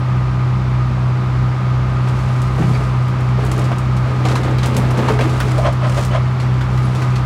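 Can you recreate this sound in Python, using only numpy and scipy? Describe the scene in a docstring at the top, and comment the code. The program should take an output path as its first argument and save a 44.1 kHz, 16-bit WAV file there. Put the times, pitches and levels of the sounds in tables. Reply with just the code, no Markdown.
"""Moving a wreck in a scrapyard

Two diesel engines run at nearly the same speed, so their drone throbs about three times a second.
A labouring loader, its exhaust beating against theirs, sets a rusty car shell down in a concrete bay
and draws its forks out. The wreck knocks and thuds, debris grinds and snaps beneath it, steel squeaks,
and the forks judder along its floor pan."""
import sys
import numpy as np
from scipy import signal
from scipy.fft import rfft, irfft, next_fast_len
from scipy.io import wavfile
from scipy.ndimage import uniform_filter1d

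SR = 44100
rng = np.random.default_rng(int(sys.argv[2]) if len(sys.argv) > 2 else 0)


def unload_audio(sound):
    """Save the sound as a 16-bit wav file, at the path given as the first command line argument."""
    columns = np.transpose(np.atleast_2d(sound))
    # keep every value between -1 and 1, then stretch to whole-number steps
    steps = np.round(np.clip(columns, -1, 1) * 32767)
    wavfile.write(sys.argv[1], SR, steps.astype(np.int16))


N = 319725
T = np.arange(N) / SR

# The tones of each engine. Each row: multiple of its four-stroke cycle rate, level in dB.
NEAR_TONES = [(5, -36), (6, -48), (8, -15.5), (9, -50.5), (10, -42), (12, -33.5), (15, -43), (18, -49.5),
              (20, -40), (53, -46), (60, -45.5), (62, -50.5), (65, -50), (71, -57)]
FAR_TONES = [(6, -30.5), (8, -31.5), (12, -38.5), (24, -44.5)]
# The loader's engine hunts and sags under load. Each row: time in seconds, firings per second.
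LOADER_FIRING = [(0.0, 60.7), (0.55, 60.52), (0.85, 62.76), (1.39, 60.08), (1.77, 61.75), (2.06, 59.56),
                 (3.01, 60.52), (3.15, 61.79), (4.14, 60.55), (4.28, 63.55), (4.59, 59.78), (5.12, 59.83),
                 (5.55, 57.62), (5.78, 62.34), (6.01, 54.66), (6.18, 61.58), (7.25, 61.45)]
# The tone colours of the noises. Each row: frequency in Hz, relative level in dB.
VALVE_COLOUR = [(150, -13.5), (350, 3.5), (600, 3), (950, 1.5), (1300, 4), (1700, -8.5), (2500, -16),
                (5000, -31.5), (12000, -53)]   # injectors and valves
RUSH_COLOUR = [(25, -42), (55, -5), (105, 2), (160, 2), (220, 3.5), (290, -6), (600, -11), (1200, -6),
               (1700, -13.5), (2200, -13.5), (3000, -20.5), (4500, -24.5), (8000, -37), (15500, -53.5)]   # fans and exhaust
GRIND_COLOUR = [(25, -38), (70, -1), (130, -5.5), (210, 2.5), (400, 0), (700, -4.5), (1200, -10.5),
                (2300, -16), (4000, -26), (9000, -55)]   # rumble through the shell
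GRIT_COLOUR = [(600, -9.5), (2000, 7), (4000, 5.5), (7500, 1.5), (11000, -6.5), (15500, -20)]   # debris breaking
THUD_COLOUR = [(20, -28), (45, 3), (90, 1), (170, 16), (260, 2.5), (450, 1), (1200, -52)]   # the wreck settling
RASP_COLOUR = [(200, 0), (600, -17), (1300, -5), (2600, -1), (5000, -9.5), (10000, -23), (15500, -52)]   # forks scraping
# Shoves over the debris. Each row: start and length in seconds, relative grind and grit levels in dB.
SHOVES = [(2.12, 0.59, -52, -47.5), (2.575, 0.27, -33.5, -43), (3.38, 0.32, -30, -45.5),
          (4.025, 0.27, -31.5, -51), (4.226, 0.29, -26, -45.5), (4.614, 0.41, -25.5, -44.5),
          (4.957, 0.18, -23.5, -40.5), (5.183, 0.075, -24, -39), (5.297, 0.33, -30.5, -39.5),
          (5.857, 0.075, -32.5, -38.5), (5.94, 0.085, -32, -33), (6.702, 0.41, -44, -46),
          (6.923, 0.096, -32, -45)]
# Knocks on the shell. Each row: start in seconds, relative level in dB, the panel's pitch in Hz.
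PANEL_KNOCKS = [(2.074, -24, 976), (2.583, -17, 386), (2.622, -21.5, 810), (3.385, -21, 416),
                (3.586, -22, 604), (3.716, -17, 723), (4.253, -13.5, 735), (4.314, -22, 790),
                (4.356, -19, 1010), (4.989, -14, 490), (5.085, -14.5, 920), (5.100, -10, 448),
                (5.190, -11, 702), (5.213, -29, 1880), (5.402, -15.5, 1460), (5.578, -24, 624),
                (6.61, -24.5, 1474), (6.775, -30.5, 2010), (7.02, -23.5, 1500)]
# Rust and glass snapping. Each row: start in seconds, relative level in dB,
# relative brightness in dB per octave.
DEBRIS_SNAPS = [(2.085, -35, 3), (2.418, -34, 6), (3.081, -40, 11), (3.206, -41, 5), (3.450, -35, 10),
                (3.463, -32.5, 8), (3.516, -26, 5), (3.579, -35, 7), (3.592, -31, 3), (3.642, -32, 2),
                (3.784, -33, 6), (3.967, -34, 3), (4.252, -22.5, -1.5), (4.286, -24.5, -0.5),
                (4.313, -27, 0.5), (4.355, -23.5, 0), (4.433, -29, -1), (4.585, -19, -2.5),
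                (4.631, -21, -1.5), (4.658, -24, 6), (4.766, -19, 6.5), (4.908, -31, 5), (4.975, -28.5, 3),
                (5.084, -25.5, 0), (5.210, -19, -3), (5.293, -30, 1.5), (5.402, -28, 13), (5.581, -31, 3),
                (5.726, -35.5, 6), (6.05, -29, 7), (6.400, -28.5, -1), (6.95, -31, 0.5), (7.158, -26, -1.5)]
# The wreck's weight settling. Each row: start in seconds, level in dB.
WRECK_THUDS = [(2.589, -10.5), (2.676, -18), (2.734, -22), (4.75, -16), (5.189, -17), (5.248, -20)]
# Steel rubbing on steel. Each row: loudest moment in seconds, level in dB, pitch in Hz.
STEEL_SQUEAKS = [(2.749, -40, 4600), (2.759, -30.5, 2310), (6.118, -35, 3000), (6.855, -48, 10500)]
# Forks slipping. Each row: loudest moment in seconds, level in dB, half length in seconds,
# harshness in dB.
FORK_SLIPS = [(5.593, -21.5, 0.009, -17), (5.668, -20, 0.016, -0.5), (5.851, -28, 0.019, 1.5),
              (5.98, -23.5, 0.0071, -0.5), (6.151, -23.5, 0.014, 1)]
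# The floor pan's ringing tones. Each row: pitch in Hz, width in Hz, relative level in dB.
PAN_TONES = [(616, 92, 4), (1035, 40, -1), (1246, 170, -2.5), (1490, 680, -7.5), (2220, 35, -23),
             (3100, 260, -21)]


def from_db(db):
    """Turn decibels into a gain."""
    return 10 ** (np.asarray(db) / 20)


def rms_one(x):
    """Scale a signal to an average (rms) level of 1."""
    return x / np.sqrt(np.mean(x ** 2) + 1e-20)


def tone(cycles):
    """A sine wave with an average level of 1, from a running count of cycles."""
    return np.sqrt(2) * np.sin(2 * np.pi * cycles)


def drift(hz):
    """A smooth random wobble of about 1 either way; more Hz makes it quicker."""
    r = np.exp(-2 * np.pi * hz * 40 / SR)   # one value every 40 samples
    slow = signal.lfilter([1], [1, -2 * r, r * r], rng.standard_normal(N // 40 + 4002))[4000:]
    return np.interp(np.arange(N) / 40, np.arange(len(slow)), rms_one(slow))


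def coloured(x, colour, tilt_db=0):
    """Give a signal a tone colour, tilted in dB per octave, at an average level of 1."""
    size = next_fast_len(len(x))
    octave = np.log2(np.fft.rfftfreq(size, 1 / SR) + 1)
    hz, db = np.transpose(colour)
    gain = from_db(np.interp(octave, np.log2(hz), db) + tilt_db * octave)
    return rms_one(irfft(rfft(x, size) * gain, size)[:len(x)])


def resonance(x, hz, width):
    """Let a signal ring in a band around one pitch."""
    r = np.exp(-np.pi * width / SR)
    feedback = [1, -2 * r * np.cos(2 * np.pi * hz / SR), r * r]
    return signal.lfilter(np.array([1, 0, -1]) * (1 - r * r) / 2, feedback, x + 1e-18)


def grains(per_s, spread_db, size=N):
    """Random tiny clicks: many small, a few large."""
    strength = from_db(spread_db * np.minimum(rng.exponential(1, size), 4))
    return (rng.random(size) < per_s / SR) * strength * rng.choice([-1, 1], size)


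def dying(t60, size):
    """A fade that falls by 60 dB in t60 seconds."""
    return from_db(-60 * T[:size] / t60)


def swell(s, half_s):
    """A short smooth rise and fall around a moment."""
    return 1 / np.cosh(((T - s) / half_s).clip(-20, 20))


def add(out, s, sound):
    """Mix a sound in, starting at s seconds."""
    start = int(s * SR)
    out[start:start + len(sound)] += sound[:N - start]


def drone(near, far):
    """Each engine hums at multiples of its cycle rate; tones that nearly match throb together."""
    offsets = rng.random(100)
    out = np.zeros(N)
    for cycles, tones in (near, NEAR_TONES), (far, FAR_TONES):
        for multiple, db in tones:
            out += from_db(db) * tone(multiple * cycles + offsets[round(multiple)])
    return out


def exhaust_boom(near, near_db=-30, loader_db=-29.5, in_step_s=0.26):
    """The loader's firing beats against the near engine's, faster as the loader sags."""
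    loader = np.cumsum(np.interp(T, *np.transpose(LOADER_FIRING))) / SR
    out = np.zeros(N)
    for firings, db in (4 * near, near_db), (loader, loader_db + 1.4 * drift(3)):
        out += from_db(db) * tone(firings - np.interp(in_step_s, T, firings))
    return out


def gear_whine(far, level_db=-40, teeth=80):
    """A timing gear whines as its teeth meet, and takes the load once in each engine cycle."""
    load = 1 + 0.56 * np.cos(2 * np.pi * far)
    return from_db(level_db + 2 * drift(11)) * load * tone(teeth * far)


def valves_and_air(near, cycle_hz, valves_db=-4.5):
    """Valve clatter repeats on every engine cycle, while the rush of air is always new."""
    cycle = rng.standard_normal(int(SR / cycle_hz))
    repeating = np.interp(near * len(cycle), np.arange(len(cycle)), cycle, period=len(cycle))
    pulsing = 1 + 0.18 * (np.cos(2 * np.pi * 5 * near) + np.cos(2 * np.pi * 15 * near))
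    valves = from_db(valves_db) * coloured(repeating, VALVE_COLOUR) * pulsing
    air = coloured(rng.standard_normal(N), RUSH_COLOUR)
    rise_db = np.interp(T, [0.8, 2.4], [0, 1.37])   # the listener steps out from behind the wreck
    return from_db(-29.5 + rise_db) * (air + valves)


def engines(near_hz=15.7625, far_hz=15.3685):
    """All the diesel sounds follow the engines' cycles; governors let the speeds wander slightly."""
    t = T - 0.16
    near = near_hz * t + 0.0042 * drift(0.53) + 0.0012 * drift(4.6)   # running counts of cycles
    far = far_hz * t + 0.0019 * drift(1.07)
    return drone(near, far) + exhaust_boom(near) + gear_whine(far) + valves_and_air(near, near_hz)


def shoves(rise_s=0.028, t60=0.38):
    """How strong the grind and grit are: each shove builds, holds and fades over a slow creep."""
    creep = np.interp(T, [1.83, 2.03], [0, 1])
    grind_power, grit_power = (creep * from_db(-45)) ** 2, (creep * from_db(-53.5)) ** 2
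    for s, length, grind_db, grit_db in SHOVES:
        fade = from_db(-60 * (T - s - length).clip(0, 2) / t60)
        shape = ((T - s) / rise_s).clip(0, 1) * fade
        grind_power += (shape * from_db(grind_db)) ** 2
        grit_power += (shape * from_db(grit_db)) ** 2
    return np.sqrt(grind_power), np.sqrt(grit_power)


def dragging(flake_t60=0.031):
    """Countless tiny breaks rumble through the shell; grit hisses and flakes crack one by one."""
    grind, grit = shoves()
    rumble = coloured(grains(per_s=2500, spread_db=2), GRIND_COLOUR)
    rumble *= from_db(1 + 1.5 * np.tanh(drift(20)))
    hiss = coloured(grains(per_s=6500, spread_db=2.5), GRIT_COLOUR, tilt_db=0.5)
    flakes = np.abs(grains(per_s=90, spread_db=2.2))
    flake_fades = signal.lfilter([1], [1, -from_db(-60 / (flake_t60 * SR))], flakes)
    crackle = rms_one(flake_fades * coloured(rng.standard_normal(N), GRIT_COLOUR, tilt_db=-2))
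    return grind * rumble + grit * (0.68 * hiss + from_db(-3) * crackle)


def knocks(level_db=-3, rise_s=0.00026, t60=0.11, size=22050):
    """A blow rings one panel and a crowd of tones around it, which rust quickly deadens."""
    out, t = np.zeros(N), T[:size]
    shape = dying(t60, size) * (1 - np.exp(-t / rise_s))
    for s, db, hz in PANEL_KNOCKS:
        hump = [(hz / 8, -22), (hz / 2, -5), (hz, 0), (hz * 2, -7), (hz * 4, -17), (hz * 20, -48)]
        ring = coloured(rng.standard_normal(size), hump) + from_db(-3) * tone(hz * t)
        add(out, s, from_db(db + level_db) * ring * shape)
    return out


def snaps(level_db=-4.5, size=16384):
    """Breaking scrap gives a sharp crack, a faint spray of crumbs and a brief ring."""
    out, t = np.zeros(N), T[:size]
    bite = from_db(-5) * dying(0.0074, size)
    crumbs = from_db(-17) * dying(0.29, size)
    for s, db, bright_db in DEBRIS_SNAPS:
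        body = dying(0.14 * 2 ** (-bright_db / 6), size)   # brighter pieces are smaller and fade sooner
        noise = coloured(grains(per_s=4000, spread_db=1.5, size=size), GRIT_COLOUR, bright_db - 2)
        crack = (bite + body + crumbs) * noise
        ring_hz = rng.uniform(2130, 4600, size=(8, 1))   # every piece has its own tones
        ring = rms_one(tone(ring_hz * t).sum(axis=0)) * dying(0.082, size)
        ring *= from_db(-7 - bright_db)   # small pieces hardly ring
        add(out, s, from_db(db + level_db) * (crack + ring))
    return out


def thuds(rise_s=0.0096, t60=0.26, size=22050):
    """The wreck's weight settles with deep, soft-edged bumps."""
    out = np.zeros(N)
    shape = dying(t60, size) * (1 - np.exp(-T[:size] / rise_s))
    for s, db in WRECK_THUDS:
        add(out, s, from_db(db) * coloured(rng.standard_normal(size), THUD_COLOUR) * shape)
    return out


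def squeaks(half_s=0.0072, waver=0.34):
    """Steel rubs on steel in brief, unsteady tones."""
    return sum(from_db(db) * swell(s, half_s) * tone(hz * T + waver * drift(60))
               for s, db, hz in STEEL_SQUEAKS)


def fork_judder(rasp_db=-6):
    """The forks stick and slip, ringing the floor pan; harsher slips bring out its higher tones."""
    soft, harsh = np.zeros(N), np.zeros(N)
    for s, db, half_s, harsh_db in FORK_SLIPS:
        stroke = from_db(db) * swell(s, half_s)
        soft += stroke
        harsh += stroke * from_db(harsh_db)
    chatter = grains(per_s=6000, spread_db=0)
    out = harsh * from_db(rasp_db) * coloured(chatter, RASP_COLOUR)
    for k, (hz, width, db) in enumerate(PAN_TONES):
        ring = resonance(resonance(chatter, hz, width), hz, width * 4)
        ring /= np.sqrt(uniform_filter1d(ring ** 2, size=2048).clip(1e-18))   # friction holds it steady
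        out += from_db(db) * ring * (soft if k == 0 else harsh)
    return out


def concrete_bay(x, echo_db=-9, t60=0.2, size=16384):
    """Concrete walls add a short echo with full bass, a scooped middle and an airy top."""
    tail = coloured(rng.standard_normal(size), [(100, 5), (3000, -12.5), (15000, -2.5)])
    tail *= dying(t60, size) * (T[:size] > 0.008)
    return x + from_db(echo_db) * signal.fftconvolve(x, tail / np.linalg.norm(tail))[:N]


def scene():
    """The engines, and the wreck moving in its bay, in one channel."""
    diesels = engines()
    wreck = dragging() + snaps() + knocks() + thuds() + fork_judder() + squeaks()
    return (diesels + concrete_bay(wreck))[None]


def record(dry, ceiling=0.99, low_cut_hz=34, high_cut_hz=15900):
    """The microphone drops the deepest bass; the tallest peaks are rounded and the top treble is cut."""
    dry = signal.sosfilt(signal.butter(2, low_cut_hz, "high", fs=SR, output="sos"), dry)
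    rounded = dry / (1 + (dry / ceiling) ** 8) ** (1 / 8)
    return signal.sosfilt(signal.ellip(12, .1, 90, high_cut_hz, fs=SR, output="sos"), rounded)


dry = scene()
out = record(dry)
unload_audio(out)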